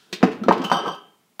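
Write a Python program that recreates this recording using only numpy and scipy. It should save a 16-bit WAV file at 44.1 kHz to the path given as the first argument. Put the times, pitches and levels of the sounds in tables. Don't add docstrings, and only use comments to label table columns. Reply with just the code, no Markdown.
import sys
import numpy as np
from scipy import signal
from scipy.fft import rfft, irfft, next_fast_len
from scipy.io import wavfile
from scipy.ndimage import uniform_filter1d, minimum_filter1d

SR = 44100
rng = np.random.default_rng(int(sys.argv[2]) if len(sys.argv) > 2 else 0)


def to_wav(sig):
    pcm = np.clip(np.atleast_2d(sig), -1, 1) * 32767
    pcm = np.round(pcm).astype(np.int16)
    wavfile.write(sys.argv[1], SR, pcm.T)


N = 61739
T = np.arange(N) / SR
RING_T, BLOW_T = T[:24000], T[:6000]

# f/Hz, level/dB, t60/s
BOTTLE_MODES = [
    [(2612, -4.5, 0.07), (2800, -3, 0.054), (3022, -4.5, 0.17), (3070, -4.5, 0.2), (3936, -16, 0.11),
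     (6410, -18, 0.11), (8140, -23, 0.11), (10500, -24.5, 0.077), (12200, -32, .1), (12240, -24, .1),
     (15020, -33, .08)],
    [(3030, -7, 0.17), (3127, -8.5, .24), (3158, -3, 0.14), (3180, -4, 0.13), (3212, -8.5, 0.094),
     (3614, -9.5, .08), (3680, -11, 0.02), (4530, -10.5, 0.048), (4665, -7.5, 0.056), (4730, -8, 0.104),
     (4780, -15, .06), (5140, -14.5, 0.081), (5590, -13, 0.11), (5840, -13.5, 0.14), (6270, -15, 0.091),
     (7930, -21, 0.054), (8390, -19, .1), (8560, -21, .08), (10430, -27.5, .1), (11080, -32, .12),
     (12350, -24.5, .1), (12900, -27.5, .12), (15200, -29, .1)],
]
# f/Hz, level/dB, t60/s
WALL_MODES = [(170.6, -10.5, 0.31), (363, -2, 0.082), (560, -3, 0.12), (716, -0.5, .09), (799, 1, 0.12),
              (917, 0.5, 0.07), (1009, -0.5, 0.15), (1054, -3, 0.2), (1113, -1.5, 0.14), (1182, 1.5, .11),
              (1281, -4.5, 0.24), (1306, -12, 0.19), (1512, -7.5, 0.14), (1592, -6.5, .09)]


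def amp(db):
    return 10 ** (np.asarray(db) / 20)


def unit(x):
    return x / np.sqrt(np.mean(x ** 2) + 1e-20)


def fade(t, t60):
    return np.exp(-np.log(1000) * t / np.maximum(t60, 1e-3))


def read(points, hz):
    f, value = np.transpose(points)
    return np.interp(np.log(hz + 1), np.log(f), value)


def add(mix, s, sound):
    part = mix[max(round(s * SR), 0):][:len(sound)]
    part += sound[:len(part)]


def colour(x, points, tilt_db=0):
    size = next_fast_len(len(x), True)
    hz = np.fft.rfftfreq(size, 1 / SR)
    octaves = np.log2((hz + 100) / 3000)
    gain = amp(read(points, hz) + tilt_db * octaves)
    return unit(irfft(rfft(x, size) * gain, size)[:len(x)])


def ring(modes, t60_scale=1, scatter_db=-2.0, detune=.005):
    out = np.zeros(len(RING_T))
    contact = rng.uniform(-0.91, 1, (len(modes), 3))
    for (hz, db, t60), (share, sign, shift) in zip(modes, contact):
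        t = RING_T[RING_T < 2 * t60 * t60_scale]
        envelope = fade(t, t60 * t60_scale) * (1 - np.exp(-hz * t))
        tone = np.sin(2 * np.pi * hz * (1 + detune * shift) * t)
        add(out, 0, np.sign(sign) * amp(db + scatter_db * share) * envelope * tone)
    return out


def slips(per_s=700, spread_db=2.5):
    size = amp(spread_db * np.minimum(rng.exponential(1, N), 3))
    return unit(size * rng.choice([-1., 1.], N) * (rng.random(N) < per_s / SR))


def room_tone(steady_db=-65.5, wash_db=-57, wash_t60_s=1.2):
    # f/Hz, relative level/dB
    steady_spectrum = [(18, -66.5), (30, -46.5), (144, -10.5), (177, -6.5), (315, -14), (479, -32),
                       (591, -15.5), (1720, -23), (2070, -20), (2620, -23.5), (15500, -28.5)]
    wash_spectrum = [(88, -31.5), (150, -1.5), (404, -7), (562, -16), (627, -10), (1010, -3), (1090, -14),
                     (1350, 3), (2140, -10.5), (3150, 1), (12000, -21), (15600, -52), (22000, -120)]
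    steady = colour(rng.standard_normal(N), steady_spectrum)
    wash = colour(rng.standard_normal(N), wash_spectrum) * fade(T, wash_t60_s)
    return amp(steady_db) * steady + amp(wash_db) * wash


def glass_taps():
    # t/s, level/dB, t60/s, tilt/(dB per octave)
    taps = [(0.1277, -22.5, 0.086, 1.5), (.3160, -45.5, 0.17, 2), (0.4355, -37.5, 0.04, 3),
            (0.5247, -20.5, .06, -4.5), (.5795, -37, .04, 2), (0.618, -34.5, 0.058, 0),
            (0.6403, -39, 0.17, 8), (0.716, -27, 0.071, -1.5), (0.88, -51.5, 0.042, 24),
            (.9480, -50, 0.051, 11.5)]
    # f/Hz, relative level/dB
    spectrum = [(40, -12), (100, -3.5), (180, -4), (380, 8.5), (650, -2.5), (1400, -2.5), (2000, 4.5),
                (4500, 2), (7000, -10), (10000, -22.5), (16000, -26.5)]
    out = np.zeros(N)
    for s, db, t60, tilt_db in taps:
        clack = colour(rng.standard_normal(len(BLOW_T)), spectrum, tilt_db)
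        add(out, s, amp(db) * clack * fade(BLOW_T, t60))
    return kitchen(out)


def pot_knocks(rise_s=.0003, crack_t60_s=0.052):
    # t/s, thud f/Hz, thud level/dB, thud t60/s,
    # crack level/dB, crack tilt/(dB per octave), boom level/dB
    blows = [(0.128, 364, -29.5, .08, -54, 1, -35.5), (.2287, 1330, -3.5, 0.0091, -14.5, 1.5, -33),
             (.2327, 280, 3, 0.022, -12.5, -1, -16.5), (.2375, 769, -12.5, .035, -25.5, 1, -34),
             (.2482, 202, -7.5, 0.0089, -39, 6, -34.5), (.4157, 218, -22, 0.083, -55, -11.5, -34),
             (0.436, 362, -25.5, .06, -42.5, -5.5, -35), (.4625, 260, -20, 0.083, -56, 0, -37),
             (.4838, 518, 5.5, 0.015, -9.5, -1, -25.5), (.4843, 1123, -10, 0.034, -22, 0.5, -44),
             (.4925, 356, 2.5, 0.014, -32.5, -7, -19.5), (0.5099, 918, 2, 0.024, -20, -4.1, -26),
             (.5993, 269.7, -17.5, 0.092, -48, -1.5, -32), (0.646, 370, -32.5, 0.085, -31, 7, -28),
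             (.6990, 1100, -14, 0.014, -41, -9.5, -52), (.7162, 905, 8, 0.0061, -18.5, -8.5, -23),
             (0.718, 332, -14.5, 0.032, -33, -2, -30), (.7224, 1100, -9.5, 0.016, -16.5, -8, -31.5),
             (.8675, 1100, -22, 0.018, -46, 10, -48.5), (.8740, 412, -21.5, 0.048, -44, -24, -41),
             (1.3950, 934, -24.5, 0.088, -26, 7, -71.5)]
    # f/Hz, relative level/dB
    crack_spectrum = [(60, -9), (170, -2.5), (400, 4), (900, 2.5), (1500, -1), (2300, -7), (3500, -17.5),
                      (6000, -21.5), (9000, -39.5), (16000, -44.5)]
    # f/Hz, level/dB, t60/s
    worktop_modes = [(124, -10.5, 0.054), (174, -3.5, .11), (195, -1, 0.12)]
    out, t = np.zeros(N), BLOW_T
    rise = 1 - np.exp(-(t / rise_s) ** 2)
    boom = sum(amp(db) * fade(t, t60) * np.sin(2 * np.pi * hz * t) for hz, db, t60 in worktop_modes)
    for s, hz, thud_db, t60, crack_db, tilt_db, boom_db in blows:
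        thud = np.sin(2 * np.pi * hz * t) * fade(t, t60)
        crack = colour(rng.standard_normal(len(t)), crack_spectrum, tilt_db) * fade(t, crack_t60_s)
        add(out, s, rise * (amp(crack_db) * crack - amp(thud_db) * thud - amp(boom_db) * boom))
    return kitchen(out)


def base_drag():
    # t/s, level/dB
    course = [(0, -72.5), (.12, -59), (.22, -39.5), (.27, -27.5), (.33, -32.5), (.37, -45), (.43, -42.5),
              (.54, -28), (.63, -36), (.7, -41.5), (.8, -38.5), (.88, -32), (.93, -69), (1, -71.5),
              (1.4, -78.5)]
    # f/Hz, relative level/dB
    spectrum = [(80, -24), (180, 2), (300, 0.5), (400, 8.5), (550, -5), (1000, -8), (1600, -13.5),
                (2600, -21), (6000, -37.5), (15000, -60)]
    s, db = np.transpose(course)
    return kitchen(colour(slips(), spectrum) * amp(np.interp(T, s, db)))


def bottle_chatter(soft_hz=4000):
    # t/s, wall level/dB, glass level/dB
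    course = [(.4, -69, -92), (.46, -53.5, -62), (0.539, -51, -60), (.62, -32.5, -43.5),
              (.69, -39.5, -46.5), (.74, -26, -31.5), (.81, -33, -39.5), (.865, -25, -36.5),
              (0.909, -32, -40), (0.949, -42.5, -67), (.965, -78.5, -85), (1.05, -89, -95)]
    s, wall_db, glass_db = np.transpose(course)
    pole = np.exp(-2 * np.pi * soft_hz / SR)
    hits = signal.lfilter([1 - pole], [1, -pole], slips()) * (T > s[0]) * (T < s[-1])
    out = np.zeros(N)
    for modes, db in ((WALL_MODES, wall_db), (BOTTLE_MODES[1], glass_db)):
        body = ring(modes, t60_scale=0.21)
        drive = hits * amp(np.interp(T, s, db))
        out += signal.fftconvolve(drive, body / np.linalg.norm(body))[:N]
    return kitchen(out)


def bottle_clinks():
    # t/s, then level/dB of first bottle, second bottle, pot wall, pot rim
    clinks = [(.4360, -56, -72.5, -54.5, -28), (.5110, -46, -54, -21, -36),
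              (0.6422, -26.5, -65, -33.5, -23), (0.6987, -33, -36.5, -44, -52),
              (0.7166, -31.5, -27, -22.5, -26), (.7265, -45, -25, -23, -39.5),
              (.7500, -48.5, -42, -25, -54), (.7680, -47, -32, -31, -28), (.7900, -44, -38, -31.5, -34),
              (0.8795, -47, -34.5, -31, -42), (.9190, -43, -40, -39, -51), (0.9447, -46.5, -60, -46, -49.5)]
    # f/Hz, level/dB, t60/s
    rim_modes = [(1331, -2.5, .17), (1331, -3.5, .12), (3335, -19.5, 0.05)]
    bodies = BOTTLE_MODES + [WALL_MODES, rim_modes]
    out = np.zeros(N)
    for s, *levels_db in clinks:
        add(out, s, sum(amp(db) * ring(modes) for db, modes in zip(levels_db, bodies)))
    return kitchen(out)


def kitchen(x, early_db=-5.5, early_t60_s=0.092, tail_delay_s=.004):
    # f/Hz, t60/s
    tail_decay = [(150, 0.53), (400, 0.59), (1000, 0.52), (3000, 0.51), (6000, 0.29), (14000, 0.29)]
    # f/Hz, level/dB
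    tail_spectrum = [(150, -9), (400, -12), (1000, -13), (3000, -4), (6000, -8.5), (14000, -13.5)]
    early_noise, tail_noise = rng.standard_normal((2, len(RING_T)))
    early = early_noise * fade(RING_T, early_t60_s) * (RING_T > .002)
    hz, t, bands = signal.stft(tail_noise, SR, nperseg=256)
    t60 = read(tail_decay, hz)[:, None]
    unit_energy = np.sqrt(2 * np.log(1000) / (t60 * SR))
    bands = bands * fade(t, t60) * unit_energy * amp(read(tail_spectrum, hz))[:, None]
    echo = amp(early_db) * early / np.linalg.norm(early)
    add(echo, tail_delay_s, signal.istft(bands, SR, nperseg=256)[1])
    return x + signal.fftconvolve(x, echo)[:N]


def microphone(x, size=4096):
    # f/Hz, level/dB
    response = [(20, -25.5), (80, -24), (115, -12), (165, -1), (250, 0), (16000, -1.5)]
    log_gain = np.log(amp(read(response, abs(np.fft.fftfreq(size, 1 / SR)))))
    impulse = np.fft.ifft(np.exp(np.conj(signal.hilbert(log_gain)))).real
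    return signal.fftconvolve(x, impulse[:size // 2])[:N]


def scene():
    pot = pot_knocks() + glass_taps() + bottle_clinks() + base_drag() + bottle_chatter()
    return (microphone(pot) + room_tone())[None]


def record(dry, ceiling=.9, cutoff_hz=15800):
    gain = ceiling / np.maximum(abs(dry), ceiling)
    smooth_gain = uniform_filter1d(minimum_filter1d(gain, size=89), size=89)
    lowpass = signal.firwin(511, cutoff_hz, window=("kaiser", 9), fs=SR)
    return signal.oaconvolve(dry * smooth_gain, lowpass[None], "same")


dry = scene()
out = record(dry)
to_wav(out)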